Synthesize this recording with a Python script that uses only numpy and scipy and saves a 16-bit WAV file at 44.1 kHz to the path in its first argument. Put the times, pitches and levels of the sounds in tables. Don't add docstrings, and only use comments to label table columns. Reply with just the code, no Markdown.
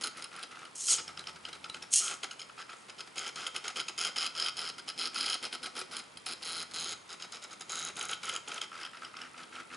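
import sys
import numpy as np
from scipy import signal
from scipy.io import wavfile
from scipy.ndimage import uniform_filter1d

SR = 44100
rng = np.random.default_rng(int(sys.argv[2]) if len(sys.argv) > 2 else 0)


def field_ratio(decibels):
    return 10 ** (np.asarray(decibels, dtype=float) / 20)


def persist_wave(psi):
    counts = np.round(np.clip(psi, -1, 1) * 32767).astype(np.int16)
    wavfile.write(sys.argv[1], SR, np.atleast_2d(counts).T)


N = 430416
STEP_HZ = 83.77

# start_s, peak_db, pitch_hz of the part hit
KNOCKS = [(0.0379, -15.5, 4230), (1.1923, -26.5, 4000), (2.079, -17.5, 3160), (3.1814, -15.5, 3160),
          (3.466, -16.5, 2680), (3.5617, -15, 3340), (3.6797, -16, 2643), (3.799, -14, 3096),
          (4.048, -13.5, 3160), (4.1823, -17, 4847), (4.228, -16, 4904), (4.2637, -17, 2926),
          (4.398, -13.5, 4560), (4.4218, -19, 4930), (4.4616, -16, 3000), (4.484, -15.5, 3190),
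          (5.0107, -18.5, 5130), (5.055, -16.5, 4903), (5.1595, -15, 4805), (5.2082, -14, 4660),
          (5.2603, -17, 4800), (5.3292, -14.5, 2700), (5.6588, -21.5, 2900), (5.9665, -22.5, 3160),
          (8.0105, -21, 2900), (8.1312, -19, 3028), (8.295, -15, 3015), (8.3615, -20.5, 3150),
          (8.517, -20, 3100), (8.5788, -20, 3127), (4.0116, -15, 5070), (4.2157, -23, 3190),
          (4.3794, -30, 4880), (5.1765, -21, 4900), (5.2802, -19.5, 2900), (5.2989, -17, 4860),
          (5.307, -23, 3200), (5.3406, -19, 4800)]
# start_s, peak_db
TICKS = [(0.07, -27), (.194, -39), (0.222, -28.5), (0.2412, -25), (0.362, -36.5), (0.391, -35.5),
         (0.4276, -30.5), (0.433, -31.5), (.6517, -35), (0.983, -24.5), (1.286, -33), (2.415, -29),
         (3.0047, -27), (3.262, -30), (4.5896, -24), (5.791, -30), (7.2221, -29.5), (8.7542, -35),
         (8.776, -39), (8.801, -38), (8.8133, -31), (8.8311, -27.5), (8.85, -27), (8.862, -28), (8.97, -34),
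         (9.0478, -27.5), (9.2142, -28.5), (9.432, -30), (9.5535, -33), (9.744, -28)]
# start_s, peak_db
CLACKS = [(3.158, -35), (3.1792, -36), (3.1792, -30), (3.1921, -22), (3.2611, -37), (3.277, -28),
          (3.358, -29), (3.4642, -35), (3.4661, -32), (3.4712, -24), (3.5624, -23), (3.6797, -34),
          (3.6801, -31), (3.7644, -41), (3.7679, -33), (3.7943, -37), (3.7997, -38), (3.8836, -27),
          (3.9879, -30), (3.9888, -28), (4.0115, -24), (4.0496, -20), (4.1665, -31), (4.1673, -30),
          (4.1841, -29), (4.2154, -30), (4.2629, -22), (4.3504, -38), (4.3785, -34), (4.395, -34),
          (4.5714, -27), (4.592, -32), (4.613, -31), (4.6891, -29), (4.7846, -32), (4.8702, -48),
          (4.8825, -39), (4.985, -33), (5.0091, -28), (5.054, -30), (5.144, -34), (5.1543, -31),
          (5.1862, -25), (5.2081, -26), (5.2601, -19), (5.298, -20), (5.3304, -35), (5.341, -22),
          (5.4351, -41), (5.4351, -35), (5.53, -39), (5.5314, -33), (5.6367, -40), (5.7639, -42),
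          (5.776, -35), (5.7906, -24), (5.921, -40), (5.9335, -34), (5.967, -22), (5.9907, -24),
          (6.2597, -30), (6.2612, -27), (6.3255, -36), (6.4223, -40), (6.4323, -40), (6.4468, -33),
                  (6.4523, -24), (6.5231, -23), (6.7426, -40), (6.7426, -31), (6.8005, -23), (6.8254, -30),
                  (6.8434, -31), (6.9097, -31), (6.9207, -29), (7.0998, -49), (7.1003, -49), (7.1302, -33),
                  (7.2011, -45), (7.2225, -42), (7.3218, -30.5), (7.4245, -38), (7.439, -30), (7.5178, -43),
                  (7.5293, -36), (7.5962, -41), (7.6096, -27), (7.6954, -29), (7.7064, -32), (7.7194, -25),
                  (7.7393, -31), (7.7568, -22), (7.7907, -28), (7.7972, -29), (7.8261, -29), (7.8496, -21),
                  (7.9568, -36), (7.9688, -28), (7.9928, -24), (8.0122, -31), (8.0267, -23), (8.0526, -25),
                  (8.0855, -28), (8.0975, -34), (8.112, -22), (8.2307, -34), (8.2427, -31), (8.2542, -26),
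                  (8.2776, -34), (8.2911, -20), (8.3375, -29), (8.3519, -27), (8.3624, -32), (8.3624, -25),
                  (8.4831, -44), (8.4831, -29), (8.5181, -34), (8.543, -26), (8.5764, -42), (8.6158, -26)]
# time_s, then screw_db, holder_db re the move, can_db re the rails,
# rail_db re the move
LOOSE = [(0, -5, 2, -1.5, -1.5), (.6, -3, -2.5, -22, -4.5), (1.1, -17, 3.5, 6, -37), (2.1, -11, -6, 4, -10),
         (2.25, -16, -5, 6.5, -12), (2.45, -6, -1, 5, -12.5), (3.4, -16, -3, 2, -15),
         (4.0, -13, -1.5, 0.5, -11.5), (4.6, -5, 3, -6, -9.5), (5.3, -4, -1.5, -5.5, -10.5),
         (5.9, -2, 2, -17, -2), (6.3, 4, 4, -10, -2.5), (6.9, 2, 0, 3.5, -4.5), (7.3, 1.5, 6, 6, -11),
         (7.8, 5, -1, 6.5, -4), (8.5, -14.5, -7.5, 0.5, -17.5), (9.2, -13, -3, -12, -24),
         (9.76, -14, -17, 6, -13)]
# pitch_hz, width_hz, level_db
CARRIAGE = [(2100, 110, -11), (2594, 180, -5), (2880, 100, -4), (3170, 180, 0)]
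SCREW = [(3906, 52, 4), (4098, 67, 7.5), (4264, 290, -1)]
PEN_HOLDER = [(4480, 90, -9), (4890, 130, 0), (5130, 130, 0), (5390, 160, -3)]
MOTOR_CAN = [(6420, 200, -3), (6680, 240, 0), (7450, 250, -14)]
RAIL = [(7650, 300, -13), (8780, 150, -9), (9460, 220, 0), (10600, 240, 0)]
FRAME = [(1142, 70, -9.5), (1312, 75, 4.5), (1428, 70, -3), (1628, 80, -5)]


def rattle():
    step_s, carriage_db, frame_db, rail_db = half_steps(spread_db=1.8, jitter_s=.0005, weak_db=-1.5)
    slack_s, slack_hz = 0.0023, 3300
    slack_knocks = [(start + slack_s, knock_db, slack_hz) for start, _, _, knock_db in all_moves()]
    knock_s, knock_db, knock_hz = np.transpose(KNOCKS + slack_knocks)
    tick_s, tick_db = np.transpose(TICKS)
    clack_s, clack_db = np.transpose(CLACKS)
    screw_db, holder_db, can_db, shine_db = in_time(LOOSE)

    far = np.interp(np.arange(N) / SR, (6.78, 7.0), [.001, .999])
    far_pitch = .945
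    long_screw = [(hz * far_pitch, width, db) for hz, width, db in SCREW]
    middle_parts = [(CARRIAGE, 2900, 0),
                    (SCREW, 4000, screw_db + 10 * np.log10(1 - far)),
                    (long_screw, 4000, screw_db + 10 * np.log10(far)),
                    (PEN_HOLDER, 5200, holder_db)]
    out = np.zeros(N)
    for part, part_hz, loose_db in middle_parts:
        aim_db = -np.minimum(26 * np.abs(np.log2(knock_hz / part_hz)), 9)
        steps = jolts(step_s, field_ratio(carriage_db - 2.0), .0016, rise_s=.0002, solid=1.3)
        steps = steps + jolts(tick_s, field_ratio(tick_db - 9.5), 0.0029, solid=0.26)
        knocks = jolts(knock_s, field_ratio(knock_db + aim_db - 8.5), .0019, rise_s=.0004, solid=.9)
        out += body(field_ratio(loose_db) * steps + field_ratio(loose_db / 2) * knocks, part, broad_db=-22)

    knock_dull_db, tick_dull_db = -4.5, -13.5
    bright_parts = [(MOTOR_CAN, can_db + shine_db, can_db / 2), (RAIL, shine_db, -3.0)]
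    for part, loose_db, hit_db in bright_parts:
        steps = jolts(step_s, field_ratio(rail_db + 3), .001, rise_s=.0002, solid=1.5)
        steps = steps + jolts(tick_s, field_ratio(tick_db + tick_dull_db + 10.0), 0.0015)
        knocks = jolts(knock_s, field_ratio(knock_db + knock_dull_db - 10.5), 0.0055, rise_s=0.0009)
        clacks = jolts(clack_s, field_ratio(clack_db - 9.5), 0.0011, rise_s=0.0001, solid=0.78)
        out += body(field_ratio(loose_db) * (steps + knocks) + field_ratio(hit_db) * clacks, part, broad_db=-19)

    held = field_ratio(-68) * rng.standard_normal(N)
    frame_steps = jolts(step_s, field_ratio(frame_db), 0.0041)
    frame_knocks = jolts(knock_s, field_ratio(knock_db - 17.5), 0.0027)
    return out + body(frame_steps + frame_knocks + held, FRAME, broad_db=-9.5)


def half_steps(spread_db, jitter_s, weak_db):
    first_db, first_fades = -4, 0.11
    bright_weak_db = -3
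    rows = []
    for start, stop, carriage_db, _ in all_moves():
        luck, count = rng.standard_normal((60, 4)), np.arange(60)
        times = start + count / (2 * STEP_HZ) + jitter_s * luck[:, 3]
        uneven = first_db * first_fades ** count + weak_db * (count % 2) + spread_db * luck[:, 0]
        levels = uneven[:, None] + [carriage_db, frame_level(start, carriage_db), carriage_db]
        levels += [0, 1.5, 1.5] * luck[:, :3]
        levels[1::2, 2] += bright_weak_db
        rows.append(np.column_stack([times, levels])[times < stop])
    return np.vstack(rows).T


# start_s, stop_s, carriage_db, knock_db as the slack closes
TRAVEL = [(.011, .082, -41, -48), (.168, .256, -58.5, -31), (.327, .44, -64, -49), (.513, .531, -68, -50),
          (.554, .675, -66, -47), (.880, .951, -37.5, -18), (.974, .998, -40.5, -45),
          (1.076, 1.108, -60, -26.5), (1.171, 1.214, -69, -26), (1.268, 1.293, -61, -21),
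          (1.358, 1.364, -56, -36), (1.449, 1.489, -68, -21), (1.528, 1.559, -63, -26),
          (1.640, 1.659, -57, -21), (1.694, 1.702, -64, -28), (1.741, 1.773, -57, -22),
          (1.821, 1.842, -51, -26)]
OUTLINE = [(2.003, 2.146, -40, -47), (2.23, 2.244, -38, -19.5), (2.308, 2.338, -48, -22.5),
           (2.392, 2.433, -47, -25.5), (2.492, 2.502, -56, -43), (2.582, 2.626, -46, -51),
           (2.695, 2.736, -55, -32), (2.896, 2.906, -41.5, -35), (2.981, 3.016, -44, -40),
           (3.072, 3.078, -52, -37), (3.157, 3.3, -41.5, -46), (3.357, 3.486, -42.5, -23),
           (3.545, 3.58, -40.5, -47), (3.641, 3.701, -43.5, -28), (3.758, 3.812, -35, -22),
           (3.881, 3.893, -40.5, -16.5), (3.978, 4.086, -33, -26), (4.16, 4.275, -34, -19),
           (4.351, 4.494, -37, -38), (4.568, 4.705, -39.5, -47), (4.781, 4.802, -45, -33),
           (4.876, 4.909, -37.5, -45), (4.977, 5.083, -35.5, -43), (5.145, 5.356, -35, -45),
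           (5.427, 5.463, -36.5, -29), (5.525, 5.56, -39.5, -20), (5.63, 5.666, -43, -24.5),
           (5.753, 5.815, -45, -45), (5.911, 6.001, -46, -48)]
CLOSING = [(6.169, 6.171, -79, -27.5), (6.262, 6.335, -42, -21.5), (6.422, 6.435, -43.5, -34),
           (6.447, 6.635, -41.5, -38), (6.712, 6.723, -47, -47), (6.7362, 6.935, -41, -45),
           (7.091, 7.139, -49, -52), (7.197, 7.252, -54.5, -34), (7.321, 7.37, -50.5, -29.5),
           (7.419, 7.454, -51, -45), (7.508, 7.532, -54.5, -41), (7.607, 7.624, -48.5, -32.5),
           (7.694, 7.897, -44, -45), (7.964, 8.07, -47, -31), (8.09, 8.147, -44.5, -21),
           (8.231, 8.375, -41.5, -23), (8.475, 8.587, -46.5, -26), (8.612, 8.645, -39.5, -17),
           (8.727, 8.867, -61, -45), (8.928, 8.988, -76, -42), (9.017, 9.078, -63, -43),
           (9.165, 9.272, -66, -28), (9.377, 9.448, -63, -39), (9.527, 9.61, -61.5, -47),
           (9.712, 9.767, -60, -51)]


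def all_moves():
    return TRAVEL + OUTLINE + CLOSING


# time_s, level_db
LOAD = [(0, -44.5), (.7, -51.5), (1.3, -42.5), (1.9, -48), (2.25, -46.5), (2.35, -62), (2.6, -51),
        (3.0, -49.5), (3.4, -46), (4.3, -47), (4.8, -49), (5.5, -45.5), (6.1, -47.5), (6.5, -49.5),
        (7.5, -49.5), (8.0, -44), (8.8, -49.5), (9.7, -46)]


def frame_level(start, carriage_db):
    return np.interp(start, *np.transpose(LOAD)) + 0.3 * (carriage_db + 51)


# start_s, peak_db, pitch_hz
SNAPS = [(1.0798, -28, 5330), (1.174, -33, 5440), (1.193, -26, 4000), (1.2404, -34, 3120),
         (1.273, -30, 5500), (1.36, -49, 3360), (1.4525, -39, 3100), (1.5295, -30, 3980),
         (1.644, -38, 3210), (1.6985, -22, 3950), (1.7463, -27, 3100), (1.8267, -28, 5400),
         (8.7296, -42, 5430), (8.7543, -40, 4850), (8.7782, -42, 4900), (8.8016, -34, 5130),
              (8.8311, -32, 5470), (8.85, -36, 4910), (8.9473, -48, 5140), (8.9703, -46, 4880),
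              (9.0196, -44, 4820), (9.0485, -33, 5330), (9.151, -47, 5160), (9.1688, -34, 5450),
              (9.2167, -31.5, 5420), (9.4342, -42, 5400), (9.5547, -42, 5390), (9.733, -41, 5400)]


def snaps():
    ring_s, crack_s = 0.0031, 0.00085
    out, t = np.zeros(N), np.arange(800) / SR
    for start, db, hz in SNAPS:
        rough = 1 + .5 * rng.standard_normal(len(t))
        ring = np.sin(2 * np.pi * hz * t) * np.exp(-t / ring_s) * rough
        crack = np.diff(rng.standard_normal(len(t) + 1)) * np.exp(-t / crack_s)
        snap = field_ratio(db) * (field_ratio(-7) * ring + field_ratio(-12) * crack)
        first = int(start * SR)
        out[first:first + len(t)] += snap[:N - first]
    return out


# start_s, stop_s, level_db
BED_MOVES = [(0.149, .20, -53), (0.316, 0.441, -50.5), (.510, 0.673, -51), (2.496, 2.505, -50.5),
             (2.578, 2.63, -49.5), (2.693, 2.74, -48), (2.762, 2.817, -63), (8.717, 8.873, -47),
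             (8.933, 8.985, -50), (9.02, 9.08, -47), (9.14, 9.276, -46.5), (9.343, 9.448, -51),
             (9.525, 9.621, -51.5), (9.702, 9.76, -49.5)]
# pitch_hz, width_hz, level_db
BED = [(1327, 113, 1), (1467, 94, -2), (1576, 79, -5.5), (2100, 215, -5.5), (2490, 290, -10.5)]


def bed():
    jerk_db = 3.5
    rows = []
    for start, stop, db in BED_MOVES:
        luck, count = rng.standard_normal((20, 2)), np.arange(20)
        later = count > 0
        times = start + count / STEP_HZ + 0.000578 * luck[:, 1] * later
        levels = db + jerk_db * (count == 0) + 2.9 * luck[:, 0] * later
        rows.append(np.column_stack([times, levels])[times < stop])
    step_s, step_db = np.vstack(rows).T
    return body(jolts(step_s, field_ratio(step_db + 4.5), 0.0034, solid=0.55), BED, broad_db=-12)


# pitch_hz, width_hz, level_db
BOARD = [(240, 115, -7.5), (369, 91, 3), (504, 66, -6.5), (713, 115, 3.5), (870, 57, -12), (1300, 69, 6.5),
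         (1480, 150, -17), (2093, 386, 5), (2900, 4000, -3)]
# time_s, step_tone_db, overtones_db
HUM = [(0, -80, -59.5), (.9, -85, -70), (1.0, -64, -67), (1.8, -70, -64.5), (1.95, -86, -85),
       (4.65, -69.5, -63), (5.0, -84, -58.5), (6.3, -69.5, -58.5), (6.95, -67.5, -66.5), (7.1, -91, -82),
       (7.6, -94, -85), (7.75, -69.5, -61), (8.4, -69.5, -71), (8.7, -89, -72), (9.76, -73, -54)]
# multiple, level_db
OVERTONES = [(3, -2.5), (4, -6), (5, -34), (6, -8)]
# start_s, stop_s, pitch_hz, level_db
SLOW_FEED = (.95, 1.85, 893, -67.5)


def thrum():
    first_torque_db = -8
    t, turning, pulses = np.arange(N) / SR, np.zeros(N), []
    for start, stop, carriage_db, _ in all_moves():
        turning[(t > start - .018) & (t < stop + .012)] = 1
        for s in start - .012 + np.arange(30) / STEP_HZ:
            if 0 < s < stop:
                pulses.append((s, frame_level(start, carriage_db) + first_torque_db * (s < start - .006)))
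    pulse_s, torque_db = np.transpose(pulses)
    pulse_db = torque_db + 2.5 + rng.normal(0, 3.18, len(pulse_s))
    rumble = body(jolts(pulse_s, field_ratio(pulse_db), 0.0064, rise_s=0.0023, solid=0.31), BOARD, broad_db=-4.5)

    turning = uniform_filter1d(turning, size=700)
    uneven_load = rms_one(uniform_filter1d(rng.standard_normal(N), size=1500))
    turning *= field_ratio(3.1 * uneven_load)
    tone_db, overtones_db = in_time(HUM)
    pace_waver = rms_one(uniform_filter1d(rng.standard_normal(N), size=2000))
    turn = 2 * np.pi * STEP_HZ * t + .15 * pace_waver
    hum = field_ratio(tone_db) * (np.sin(turn) * (0.48 + 0.43 * turning) + field_ratio(3) * turning * np.sin(2 * turn))
    overtones = sum(field_ratio(db) * np.sin(round(k) * turn + k * k) for k, db in OVERTONES)
    hum += field_ratio(overtones_db) * turning * overtones

    start, stop, rod_hz, rod_db = SLOW_FEED
    rod = body(rng.standard_normal(N) * (t > start) * (t < stop), [(rod_hz, 40, 0)], broad_db=-40)
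    return rumble + hum + field_ratio(rod_db) * rod


# time_s, whir_db
SWINGS = [
    [(.746, -72), (.755, -43.5), (.868, -36), (.906, -23), (.935, -28.5), (.96, -37), (1.0, -56),
     (1.04, -68)],
    [(1.905, -55), (1.922, -32), (1.936, -23), (1.99, -25), (2.015, -36.5), (2.07, -38), (2.165, -55.5),
     (2.2, -75)],
    [(2.73, -75), (2.77, -63), (2.83, -64), (2.88, -78)],
]
# time_s, pitch_hz, whine_db re the whir
MESH = [(.75, 1490, -38), (.80, 1768, -14), (.83, 2002, -14), (.872, 2120, -23), (.878, 2100, -40),
        (.884, 2540, -15), (.914, 2120, -12.5), (.934, 1678, -9), (.962, 1480, -16), (1.0, 1290, -25),
        (1.91, 1142, -30), (1.945, 1340, -21.5), (1.98, 1423, -20), (2.01, 1400, -17), (2.15, 1353, -26)]
# multiple, level_db
MESH_ORDERS = [(1, -17), (2, 7.5), (3, 2), (4, 2), (5, -10)]
# pitch_hz, width_hz, level_db
SERVO_CASE = [(3160, 360, -15.5), (4170, 340, -10), (5330, 490, -11.5), (6600, 660, -0.5), (8350, 620, -3),
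              (10800, 970, -9)]


def servo():
    hold_hz, hold_db = 50.1, -70
    second_stage, second_stage_db = 1.17, -5
    t = np.arange(N) / SR
    whir = sum(field_ratio(in_time(rows)[0]) * (t > rows[0][0]) * (t < rows[-1][0]) for rows in SWINGS)
    mesh_hz, whine_db = in_time(MESH)
    drift = signal.lfilter([1], [1, -.99], rng.standard_normal(N))
    wobble = rms_one(signal.lfilter([1], [1, -.99], drift))
    turn = 2 * np.pi * np.cumsum(mesh_hz * (1 + .02 * wobble)) / SR
    whine = 0
    for k, db in MESH_ORDERS:
        second = field_ratio(second_stage_db) * np.sin(round(k) * second_stage * turn)
        whine = whine + field_ratio(db) * (np.sin(round(k) * turn) + second)
    teeth = rms_one(jolts(rng.random(30000) * N / SR, field_ratio(rng.normal(0, 1.3, 30000)), 0.0014))
    ticks = rms_one(jolts(np.arange(.012, N / SR, 1 / hold_hz), 1, 0.00077))
    return body(whir * (teeth + field_ratio(whine_db) * whine) + field_ratio(hold_db) * ticks, SERVO_CASE, broad_db=-16.5)


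def reverb(x, t60, side_cut_hz):
    t = np.arange(int(.5 * SR)) / SR
    mid, side = rng.standard_normal((2, len(t))) * field_ratio(-60 * t / t60) * (t > .009)
    side = signal.lfilter(*signal.butter(1, side_cut_hz, fs=SR), side) * field_ratio(6.5)
    tails = np.stack([mid + side, mid - side]) / np.sqrt(np.sum(mid ** 2))
    tails = signal.lfilter(*signal.butter(2, [330, 8000], "band", fs=SR), tails)
    return signal.fftconvolve(x[None], tails, axes=1)[:, :N]


# pitch_hz, level_db per Hz
ROOM = [(18, -62), (30, -25), (151, -2), (1000, -2), (1320, 4), (1730, -16.5), (2060, -4), (3150, -9.5),
        (5060, -11.5), (6990, -23), (10200, -11), (11500, -6), (15000, -61), (22000, -120)]
# pitch_hz, likeness (0-1)
LIKENESS = [(40, 0), (80, 0.6), (150, 1), (280, 0.26), (600, 0), (1500, 0), (4000, 0.74), (10000, 0.74)]


def room_tone():
    room_db = -52
    out, edges = 0, 28 * 2 ** np.arange(0, 9.1, .5)
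    white = rng.standard_normal((2, 2, N))
    for k, (low, high) in enumerate(zip(edges, edges[1:])):
        band = signal.butter(2, [low, high], "band", fs=SR, output="sos")
        mid, side = signal.sosfilt(band, white[k % 2])
        hz = np.sqrt(low * high)
        alike = np.clip(at_hz(LIKENESS, hz), 0, 1)
        stereo = np.sqrt(1 + alike) * mid + np.sqrt(1 - alike) * side * [[1], [-1]]
        out = out + field_ratio(at_hz(ROOM, hz)) * stereo
    return field_ratio(room_db - 3.0) * rms_one(out)


def jolts(times, sizes, decay_s, rise_s=0.0003, solid=0.):
    clicks = np.full(N, 1e-18)
    np.add.at(clicks, np.clip((np.asarray(times) * SR).astype(int), 0, N - 1), sizes)
    swell, fade = np.exp(-1 / (rise_s * SR)), np.exp(-1 / (decay_s * SR))
    burst = signal.lfilter([1 - swell], np.convolve([1, -swell], [1, -fade]), clicks)
    return burst * rng.standard_normal(N) + solid * np.sqrt(decay_s * SR / 2) * clicks


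def body(x, modes, broad_db):
    edges = [modes[0][0] * .92, min(modes[-1][0] * 1.1, .45 * SR)]
    band = signal.butter(2, edges, "band", fs=SR, output="sos")

    def ring(v):
        out = field_ratio(broad_db) * signal.sosfilt(band, v + 1e-18)
        for k, (hz, width, level_db) in enumerate(modes):
            r = np.exp(-np.pi * width / SR)
            poles = [1, -2 * r * np.cos(2 * np.pi * hz / SR), r * r]
            mode = (1 - r * r) / 2 * signal.lfilter([1, 0, -1], poles, v + 1e-18)
            out += (-1) ** k * field_ratio(level_db) * mode
        return out
    return ring(x) / np.sqrt(np.sum(ring(signal.unit_impulse(SR // 4)) ** 2))


def rms_one(x):
    return x / np.sqrt(np.mean(x ** 2) + 1e-20)


def in_time(rows):
    s, *columns = np.transpose(rows)
    return [np.interp(np.arange(N) / SR, s, c) for c in columns]


def at_hz(points, hz):
    table_hz, value = np.transpose(points)
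    return np.interp(np.log(hz), np.log(table_hz), value)


def scene():
    plotter = rattle() + bed() + snaps() + thrum() + servo()
    return plotter + field_ratio(-9.0) * reverb(plotter, t60=0.31, side_cut_hz=370) + room_tone()


def roll_off(x):
    return signal.sosfilt(signal.butter(12, 12350, fs=SR, output="sos"), x)


def record(dry):
    thin = signal.sosfilt(signal.butter(2, 55, "high", fs=SR, output="sos"), dry)
    steep = signal.ellip(8, .5, 34, 11050, fs=SR, output="sos")
    top_cut = np.vstack([steep, signal.butter(8, 12300, fs=SR, output="sos")])
    return roll_off(signal.sosfilt(top_cut, thin))


dry = scene()
out = record(dry)
persist_wave(out)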